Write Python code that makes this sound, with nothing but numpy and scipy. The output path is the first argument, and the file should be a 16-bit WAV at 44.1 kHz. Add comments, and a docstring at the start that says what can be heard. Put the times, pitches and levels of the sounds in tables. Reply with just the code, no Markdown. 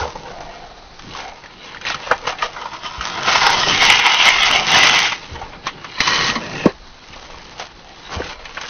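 """A shovel blade is dragged and pushed over a paved path between snow walls: 8.7 s, in order of time.
First come scrapes and knocks on the paving, with two faint moans; the knocks grow from 1.8 s.
From 3.2 s hard shoves excite the blade's modes with grit and crush snow; another scrape follows at 6 s.
A heavy knock and thump fall at 6.66 s; then quieter knocks, fainter scraping, a late moan and more thumps.
Boots thump, noise rumbles as wind on the microphone throughout, and the highest peaks clip."""
import sys
import numpy as np
from scipy import signal
from scipy.fft import rfft, irfft, next_fast_len
from scipy.io import wavfile
from scipy.ndimage import uniform_filter1d

SR = 44100
rng = np.random.default_rng(int(sys.argv[2]) if len(sys.argv) > 2 else 0)


def pcm_store(signal):
    """Save signal as 16-bit PCM."""
    levels = np.round(np.clip(np.atleast_2d(signal), -1, 1) * 32767)
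    wavfile.write(sys.argv[1], SR, levels.astype(np.int16).T)


N = 383229  # samples in the scene


def gain_of(db):
    """Level to amplitude ratio: 20 dB is a factor of ten."""
    return 10 ** (np.asarray(db) / 20)


def evened(x):
    """Power normalisation: scales a signal to rms 1."""
    return x / np.sqrt(np.mean(x ** 2) + 1e-20)


def curves(rows):
    """Linear interpolation: each column after t/s becomes one value a sample."""
    times, *columns = np.transpose(rows)
    return [np.interp(np.arange(N) / SR, times, column) for column in columns]


def add(mix, s, sound):
    """Superposition: adds a sound into the mix at time s."""
    part = mix[..., max(round(s * SR), 0):][..., :sound.shape[-1]]
    part += sound[..., :part.shape[-1]]


def colour(x, points):
    """Spectral shaping: weights x along a log-frequency axis, then scales it to rms 1."""
    f, db = np.transpose(points)
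    size = next_fast_len(N)
    hz = np.fft.rfftfreq(size, 1 / SR)
    weight = gain_of(np.interp(np.log(hz + 1), np.log(f + 1), db))
    return evened(irfft(rfft(x, size) * weight)[:N])


def wander(per_s):
    """Low-passed random process of rms 1 that changes about per_s times a second."""
    span = max(round(SR / per_s / 2), 2)
    once = uniform_filter1d(rng.standard_normal(N), span)
    return evened(uniform_filter1d(once, span))


def grit(level_db, per_s, spread_db):
    """Shot noise: random clicks of either sign, a few large, denser as the stroke gets harder."""
    # per_s is the click rate at a level of -19.5 dB
    rate = np.clip(per_s * gain_of(.4 * (level_db + 19.5)) / SR, .01, 1)
    clicks = (rng.random(N) < rate) / np.sqrt(rate)  # power independent of density
    size_db = spread_db * np.minimum(rng.exponential(1, N), 5)
    return gain_of(level_db) * evened(clicks * gain_of(size_db) * rng.standard_normal(N))


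# Underlying scrape of the edge throughout, faint to strong, beneath the shoves: t/s, ring level/dB,
# brightness/(dB per octave), snow crunch level relative to the ring/dB
SCRAPE_BED = [(0.0, -17.5, -14, -12.5), (0.14, -37, -9, -6.5), (0.56, -35.5, -2.5, -11.5),
              (0.75, -46.5, -2, -8.5), (0.94, -53.5, 0, 1.5), (1.19, -30, -0.5, -5),
              (1.27, -31.5, -5.5, -10), (1.43, -44, -1, -8.5), (1.64, -36, 3, -19.5),
              (1.76, -35.5, -3, -11.5), (1.8, -48, -15, -7), (2.05, -27.5, 1, -10.5),
              (2.25, -36.5, -5.5, -7), (2.5, -31, -3, -13), (2.79, -35, -2, -10), (3.05, -26, -1, -8.5),
              (3.22, -20.5, -3.5, -12.5), (3.3, -19, 3.5, -7), (3.95, -14.5, 2, -10),
              (4.33, -15.5, 0.5, -6), (4.45, -12.5, 2.5, -11.5), (4.6, -19.5, -7, -4.5),
              (4.64, -21.5, -4, -7), (5.1, -19, 3, -6.5), (5.18, -36, 2, -1.5), (5.3, -37.5, 2, -6),
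              (5.42, -29.5, -5.5, -16), (5.61, -43.5, -4, -16.5), (5.97, -32, 4, -10.5),
              (6.05, -27, 12, -1.5), (6.3, -23.5, -1, -1.5), (6.325, -26.5, -16, -1), (6.4, -29, -5, -9.5),
              (6.63, -26, -2, -8), (6.71, -26.5, -4, -15.5), (6.74, -54.5, 9, 1), (7.24, -37, -2.5, -5.5),
              (7.57, -41.5, -1.5, -6.5), (7.82, -45, 1, -8.5), (8.08, -38, 2, -3.5), (8.4, -36.5, -2, -15),
              (8.69, -37, 6, 2.5)]
# Shoves and scuffs on top: start t/s, length/s, ring level/dB, brightness/(dB per octave),
# snow crunch level relative to the ring/dB
SHOVES_AND_SCUFFS = [(0.018, 0.02, -19, -8, -18), (0.248, 0.047, -29.5, -5, -23.5),
                     (1.632, 0.086, -35.5, 3.5, -10), (1.873, 0.045, -19, 5.5, -10.5),
                     (2.275, 0.026, -18, -3.5, -12), (2.434, 0.017, -19.5, -4, -9.5),
                     (2.552, .13, -30.5, -8, -12), (2.724, 0.029, -28, -1, -10.5),
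                     (2.845, 0.016, -22, -1, -14.5), (3.062, .04, -31.5, -1, 2),
                     (3.279, .02, -10.5, -2.5, -9.5), (3.322, 0.009, -12.5, 0, -8.5),
                     (3.35, 0.033, -15.5, -2, -1.5), (3.424, 0.049, -9.5, -1.5, -9.5),
                     (3.499, 0.11, -14.5, -4, -7), (3.692, 0.048, -18, 2.5, -0.5),
                     (3.819, 0.051, -9.5, 4, -4.5), (3.887, 0.069, -10, 1.5, -8),
                     (3.986, 0.013, -12.5, 0, -8.5), (4.051, 0.015, -8, -1, -14),
                     (4.098, 0.045, -11.5, 0.5, -10), (4.193, 0.042, -11.5, 2, -10.5),
                     (4.261, 0.035, -8.5, 3, -7.5), (4.464, 0.032, -13, 1.5, -5),
                     (4.533, 0.034, -13, 3, -5.5), (4.686, .04, -11.5, 2, -7), (4.743, 0.15, -6, 1.9, -8),
                     (4.917, 0.14, -11.5, 0, -6), (5.523, 0.033, -32, -1.5, -22),
                     (5.663, .025, -26, 4.5, -15), (6.012, 0.016, -17.5, -1, -9.5),
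                     (6.07, 0.24, -14, 1, -6), (6.253, 0.04, -22.5, 0, -2), (7.598, 0.045, -30, -2.5, -6.5),
                     (8.124, .07, -24, -4.5, -10.5), (8.243, 0.085, -29, 1.5, -7)]
RISE_DB_PER_S, SAG_DB_PER_S, FALL_DB_PER_S = 457, 22.5, 380  # a shove bites, tires, then lets go


def stroke():
    """Power addition of scrape and shoves: ring/dB, power-weighted brightness and crunch/dB."""
    scrape_db, scrape_bright, scrape_crunch_db = curves(SCRAPE_BED)
    ring = gain_of(2 * scrape_db)  # doubled decibels give power
    bright = ring * scrape_bright
    crunch = ring * gain_of(2 * scrape_crunch_db)
    for s, length, db, tilt, snow_db in SHOVES_AND_SCUFFS:
        u = np.arange(N) / SR - s
        drop_db = RISE_DB_PER_S * np.maximum(-u, 0) + SAG_DB_PER_S * np.maximum(u, 0)
        drop_db += FALL_DB_PER_S * np.maximum(u - length, 0)  # added to the sag
        power = gain_of(2 * (db - drop_db))
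        ring = ring + power
        bright = bright + tilt * power
        crunch = crunch + gain_of(2 * snow_db) * power
    return 10 * np.log10(ring), bright / ring, 10 * np.log10(crunch)


def mode(x, hz, width):
    """Damped resonance: a two-pole filter whose click response has energy near 1."""
    r = np.exp(-np.pi * width / SR)
    w = 2 * np.pi * hz / SR
    return signal.lfilter([np.sin(w) * np.sqrt(4 * (1 - r))], [1, -2 * r * np.cos(w), r * r], x)


def octaves(hz):
    """Logarithmic pitch: octaves above 1500 Hz, where brightness tilts pivot."""
    return np.log2(np.asarray(hz) / 1500)


# Bending modes of the blade: f/Hz, width/Hz, then relative drive level/dB in five holds:
# loose, dragged, pushed flat, tipped up, sliding back
BLADE_MODES = [(425, 110, -9, -16.5, -17, -23, -9.5), (572, 200, 1, -9.5, -15, -5.5, -1),
               (745, 145, 1, -5, -2, -25, -0.5), (861, 132, 4, -1.5, 0, -15, 0),
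               (1004, 112, 0.5, 0.5, -3, 2.5, 1), (1121, 87, -2, -9, -19, -2, -3),
               (1218, 83, -2, -4, -11, -4.5, -7), (1414, 155, -0.5, -1.5, -4, -14, 0),
               (1726, 300, 0, -7, -4, -15, 6.5), (1906, 107, 0, -4.5, -5, 4.5, 2.5),
               (1959, 97, -3, -5.5, -1, 1.5, -13), (2148, 153, -1, -7.5, 1, -3.5, 1.5),
               (2385, 53, -3.5, -12, -4.5, -6, -2.5), (2643, 170, -2.5, -7.5, -2.5, -10, 6),
               (2901, 130, 0.5, -6.5, 0.5, -13.5, -9), (3007, 120, -0.5, -3.5, 0.5, 2, -6),
               (3022, 73, -2, -1.5, 1.5, -2, -21), (3293, 240, -1.5, -6, -2.5, -11, -25),
               (3835, 150, -5, -10, -10, -7, -2), (4120, 270, -4.5, -12.5, -18, -2, 2.5),
               (5250, 340, -29.5, -7, -21.5, -28, -19)]
# Way of holding the blade: from t/s, hold as an index into those five
GRIP_CHANGES = [(0, 1), (.12, 0), (2.5, 1), (3.72, 2), (5.2, 0), (5.96, 3), (6.4, 4), (6.72, 0)]
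# Blade meets paving: t/s, pop level before its envelope/dB, nominal pop f/Hz, chatter drive level/dB,
# chatter brightness/(dB per octave)
PAVING_KNOCKS = [(0.014, -21, 810, -16, 0.5), (0.154, -30, 505, -18, -2.5), (0.405, -20, 680, -27.5, 4),
                 (0.994, -24, 1130, -36, 6), (1.11, -25, 2600, -32.5, 6), (1.149, -13, 1060, -28, 1.5),
                 (1.187, -15, 1430, -31, 6), (1.438, -22, 1940, -32, -4), (1.459, -19, 1800, -37.5, 6.5),
                 (1.746, -15.5, 1440, -28.5, 3), (1.77, -13.5, 1860, -33, 3),
                 (1.812, -20, 1410, -24.5, 3.5), (1.851, -7.5, 1850, -31, 8.5), (1.867, -5, 2580, -19, 4),
                 (1.9, -6, 1430, -14.5, 1), (1.944, -9, 1310, -18, 5.5), (2.068, -13.5, 560, -18.5, 3),
                 (2.112, 6, 1270, -1.5, -2), (2.27, -10, 900, -9.5, 1), (2.323, -17, 1290, -22, 1.5),
                 (2.386, -16, 3300, -20.5, -1), (2.421, -20, 1450, -8, -0.5), (2.564, -11, 1270, -24, -3),
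                 (2.613, -20, 1280, -21.5, 2), (2.655, -12.5, 1035, -17, -1.5), (3.009, -5, 1290, -17, 3.5),
                 (3.351, -6, 1435, -4, -1), (3.67, -8, 800, -13.5, -16), (3.816, -9, 1340, -2, -10),
                 (3.899, 8.5, 2170, -2, 0), (5.12, -7.5, 1150, -10.5, 2), (5.353, -19, 936, -21, -0.5),
                 (5.414, -14.5, 745, -25.5, -4), (5.668, -4.5, 1080, -14, 5.5),
                 (5.844, -13.5, 1180, -20, 1.5), (5.978, -17, 1900, -19, -4), (6.004, 5.5, 1870, -8.5, 7),
                 (6.076, -1.5, 1030, -12.5, 5), (6.118, -4, 1060, -17, 0), (6.183, -4, 1065, -17, -3),
                 (6.3, -1, 2610, -18, 5), (6.354, -7, 1820, -9, 0.1), (6.656, 0.5, 393, -4, -5),
                 (6.678, -10, 386, -25, -2), (7.133, -20, 2190, -26, 1.5), (7.16, -30, 516, -27.5, 3.5),
                 (7.342, -21, 1100, -35, 0), (7.596, -17, 730, -25.5, 7.5), (8.203, -14, 523, -20, 0),
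                 (8.219, -11, 1560, -29, 3.5), (8.453, -20, 2240, -23, 2.5), (8.571, -7, 1540, -16.5, -2),
                 (8.612, -13, 1650, -22.5, 5.5), (8.636, -21, 1330, -18.5, -2), (8.654, -16, 1610, -32, -5)]
CHATTER_T60_S, SKID_DB, SKID_T60_S = 0.058, -19.5, 0.22  # chatter, with a longer, weaker skid
SLIDE_DB, SLIDE_DB_PER_S = -14.5, 598  # the edge slides into each knock, swelling


def knock_envelope():
    """Exponential decay: swelling slide, then chatter and skid."""
    t = np.arange(SR // 4) / SR
    decay = gain_of(-60 * t / CHATTER_T60_S) + gain_of(SKID_DB - 60 * t / SKID_T60_S)
    contact = (1 - np.exp(-t / 0.0011)) * decay
    contact = np.maximum(contact, gain_of(SLIDE_DB) * (t < .003))  # no gap after the slide
    slide = gain_of(SLIDE_DB - SLIDE_DB_PER_S * t[SR // 20::-1])
    return np.append(slide, contact)


def blade(ring_db, bright):
    """Modal synthesis: grit and knocks drive the same modes, shared by hold and brightness."""
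    hz, width, *held = np.transpose(BLADE_MODES)
    since, hold = np.transpose(GRIP_CHANGES)
    now = hold[np.searchsorted(since, np.arange(N) / SR, "right") - 1].astype(int)
    hold_db = uniform_filter1d(np.transpose(held)[:, now], SR // 20)  # the grip changes within 50 ms

    # the edge skips over the rough paving
    judder = evened(gain_of(.8 * wander(40) + 1.9 * wander(190)))
    # the contact point roams along the edge
    roam_db = 2.38 * np.array([wander(9.1) for _ in hz])
    share = gain_of(hold_db + roam_db + octaves(hz)[:, None] * bright)
    share = share / np.sqrt((share ** 2).sum(0))
    drive = judder * grit(ring_db, 12000, 3.05) * share

    lead = SR // 20  # samples of slide before contact
    drive = np.pad(drive, ((0, 0), (lead, 0)))
    envelope = knock_envelope()
    for s, _, pop_hz, chatter_db, tilt in PAVING_KNOCKS:
        near_db = -3.5 * np.log2(hz / pop_hz) ** 2  # modes close to the pop take most of the blow
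        chance_db = 2.0 * rng.standard_normal(len(hz))
        share = gain_of(hold_db[:, round(s * SR)] + near_db + octaves(hz) * tilt + chance_db)
        burst = envelope * rng.standard_normal(len(envelope))
        add(drive, s, gain_of(chatter_db) * np.outer(share / np.linalg.norm(share), burst))
    # neighbouring modes have opposite signs
    return sum((-1) ** k * mode(drive[k, lead:], hz[k], width[k]) for k in range(len(hz)))


def pops():
    """Transient contact: a few cycles sink from 1.36 to 0.95 of nominal pitch as the edge digs in."""
    out, t = np.zeros(N), np.arange(SR // 20) / SR
    for s, pop_db, hz, *_ in PAVING_KNOCKS:
        u = hz * t  # nominal cycles elapsed
        turns = 0.952 * u + 0.66 * (1 - np.exp(-u / 1.6))
        onset = (1 - np.exp(-u / 1.14)) ** 2
        add(out, s, gain_of(pop_db - 2.6 * u) * onset * np.sin(2 * np.pi * turns))
    return out


# Spectral weighting of crushed snow: f/Hz, relative level/dB
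CRUNCH_SPECTRUM = [(88, -31), (150, -20), (663, -9), (728, -4.5), (825, -3), (1110, -2.5), (4000, -11),
                   (6300, -12), (8190, -39.5), (13900, -120)]


def snow(crunch_db):
    """Clustered shot noise: crystals snap in clumps, and each knock also cracks the crust."""
    clumps = evened(gain_of(1.24 * wander(42) + 1.3 * wander(120)))
    snaps = clumps * grit(crunch_db, 14000, 3.87)
    whole = colour(snaps, CRUNCH_SPECTRUM) * np.std(snaps)
    lower = signal.sosfiltfilt(signal.butter(2, 2500, fs=SR, output="sos"), whole)
    cracks, t = np.zeros(N), np.arange(SR // 10) / SR
    for s, _, _, chatter_db, tilt in PAVING_KNOCKS:
        crack_db = chatter_db - 9.0 + 2.24 * tilt  # brighter knocks crack louder
        envelope = gain_of(crack_db - 60 * t / 0.047) * (1 - np.exp(-t / 0.00066))
        add(cracks, s, envelope * rng.standard_normal(len(t)))
    # 3 dB cut in the lower part, a lift of about 3.4 dB in the rest
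    return gain_of(-3) * lower + 1.475 * (whole - lower) + cracks


def walls(x):
    """Diffuse reflection: snow walls swallow most sound, leaving a brief sparse tail."""
    taps = np.zeros(SR // 4)
    at = np.arange(200, len(taps) - 20, 20)
    decay = gain_of(-60 * at / SR / .11)  # t60 of 0.11 s
    taps[at + rng.integers(0, 20, len(at))] = rng.choice([-1., 1.], len(at)) * decay
    return signal.oaconvolve(x, taps / np.linalg.norm(taps))[:N]


# Dull thumps of boots and handle: t/s, level before onset and high-pass/dB, first f/Hz, last f/Hz, t60/s
BOOT_AND_HANDLE_THUMPS = [(0.01, -18, 90, 73, 0.21), (1.069, -27.5, 230, 192, 0.15),
                          (1.951, -26.5, 202, 150, 0.087), (2.979, -18.5, 70.6, 55.6, 0.13),
                          (5.314, -22.5, 100, 79.5, 0.28), (5.426, -23, 80, 55, 0.12),
                          (6.289, -18.5, 258, 224, 0.13), (6.36, -16.5, 254, 221, 0.15),
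                          (6.657, 11, 637, 133, 0.036), (7.1, -30, 100, 80, 0.095),
                          (8.164, -14, 95, 76, 0.14), (8.2, -9, 604, 260, 0.036)]


def thumps():
    """Damped oscillation: each thump is a short low ring, sinking in pitch from a soft start."""
    out, t = np.zeros(N), np.arange(SR // 3) / SR
    for s, level_db, first_hz, last_hz, t60 in BOOT_AND_HANDLE_THUMPS:
        turns = np.cumsum(last_hz + (first_hz - last_hz) * np.exp(-t / 0.0045)) / SR
        # an unsteady, muffled ring
        turns += 0.092 * evened(uniform_filter1d(rng.standard_normal(len(t)), 300))
        envelope = gain_of(level_db - 60 * t / t60) * (1 - np.exp(-t / 0.0025))
        add(out, s, envelope * np.sin(2 * np.pi * turns))
    return signal.sosfilt(signal.butter(2, 45, "high", fs=SR, output="sos"), out)


# Drone of the handle: t/s, level at a blade ring of -27 dB/dB
HANDLE_LEVELS = [(0.0, -39.5), (0.6, -46.5), (0.89, -70), (1.04, -36.5), (1.4, -52.5), (2.03, -45.5),
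                 (2.7, -52.5), (3.0, -46), (3.27, -38.5), (3.45, -41.5), (3.7, -33), (4.19, -45.5),
                 (4.7, -34.5), (5.13, -44), (5.35, -43), (5.9, -42.5), (6.2, -36), (6.58, -33), (6.95, -58),
                 (7.2, -48.5), (8.03, -49.5), (8.2, -36), (8.37, -54), (8.69, -51)]
# Spectral weighting of the drone: f/Hz, relative level/dB
DRONE_SPECTRUM = [(53, -36.5), (90, 0.5), (167, 5.5), (251, -0.5), (360, 2), (520, -5.5), (680, -25.5),
                  (1140, -120)]


def handle_drone(ring_db):
    """Band-limited noise: the handle's drone follows its own curve and, slightly, the blade's ring."""
    level_db = curves(HANDLE_LEVELS)[0] + 0.21 * (ring_db + 27)  # 0.21 dB per dB of ring
    return gain_of(level_db + 2.2 * wander(11)) * colour(rng.standard_normal(N), DRONE_SPECTRUM)


# Wind on the microphone: t/s, rumble level/dB
WIND_GUSTS = [(0.0, -43), (0.29, -47), (0.7, -43), (0.89, -50), (1.04, -42), (1.81, -52.5), (2.25, -46),
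              (2.98, -53.5), (3.43, -43.5), (3.63, -43.5), (3.73, -37.5), (4.19, -54), (4.4, -36),
              (4.65, -45), (4.94, -48), (5.49, -42), (6.0, -51), (6.2, -43), (6.73, -46.5), (7.06, -52),
              (7.16, -41), (7.31, -46), (7.79, -51), (8.03, -49), (8.2, -36), (8.69, -52)]
# Spectral weighting of the rumble: f/Hz, relative level/dB
RUMBLE_SPECTRUM = [(8.8, -26), (15, 5.5), (36, -1.5), (65, -4.5), (102, -28.5), (150, -39.5), (200, -50),
                   (330, -120)]


def wind():
    """Amplitude-modulated low-frequency noise: a lumpy wind rumble."""
    level_db, = curves(WIND_GUSTS)
    return gain_of(level_db + 2.4 * wander(6)) * colour(rng.standard_normal(N), RUMBLE_SPECTRUM)


# Fuzzy low whistles: start t/s, length/s, starting level/dB, starting f/Hz
LOW_MOANS = [(0.249, 0.73, -33.5, 692.4), (1.193, 0.17, -35.5, 760), (7.828, .13, -42.5, 770)]


def moans():
    """Narrow-band noise on a rising carrier: faint moans that fade as they climb."""
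    out = np.zeros(N)
    for s, length, db, hz in LOW_MOANS:
        t = np.arange(0, length, 1 / SR)
        pole = np.exp(-np.pi * 75 / SR)  # 75 Hz bandwidth
        slow = signal.lfilter([1], [1, -pole], rng.standard_normal((2, len(t))))
        carrier = np.exp(2j * np.pi * np.cumsum(hz + 50 * t) / SR)  # rises 50 Hz per second
        moan = evened(((slow[0] + 1j * slow[1]) * carrier).real)
        fade = gain_of(db - 19.5 * t)  # falls 19.5 dB per second
        add(out, s, fade * moan * signal.windows.tukey(len(t), .3))
    return out


# Spectral weighting of the outdoor hiss: f/Hz, relative level/dB
AIR_SPECTRUM = [(47, -27.5), (80, -2.5), (339, -4), (630, -5.5), (814, -2), (1660, -8), (3260, -15.5),
                (3990, -6.5), (6300, -19.5), (8190, -53.5), (13900, -120)]


def air():
    """Stationary broadband noise: outdoor hiss near -44.5 dB, wavering slightly."""
    return gain_of(-44.5 + 1.5 * wander(21)) * colour(rng.standard_normal(N), AIR_SPECTRUM)


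def scene():
    """Linear superposition: everything reaches one microphone, copied to two channels."""
    ring_db, bright, crunch_db = stroke()
    shovel = blade(ring_db, bright) + pops() + snow(crunch_db)
    reflected = gain_of(-12.5) * walls(shovel)
    background = handle_drone(ring_db) + wind() + moans() + air()
    return np.tile(shovel + reflected + thumps() + background, (2, 1))


def low_pass(x, taps, hz):
    """Linear-phase filtering: a windowed-sinc low-pass at hz."""
    kernel = signal.firwin(taps, hz, window=("kaiser", 9), fs=SR)
    return signal.oaconvolve(x, kernel[None], "same")


def record(dry):
    """Non-linear distortion: narrow-band peaks clip near full scale and splash above that band."""
    narrow = low_pass(dry, 1501, 6390)
    clipped = np.clip(narrow, -.95, .95)
    return low_pass(clipped, 511, 15750)


dry = scene()
out = record(dry)
pcm_store(out)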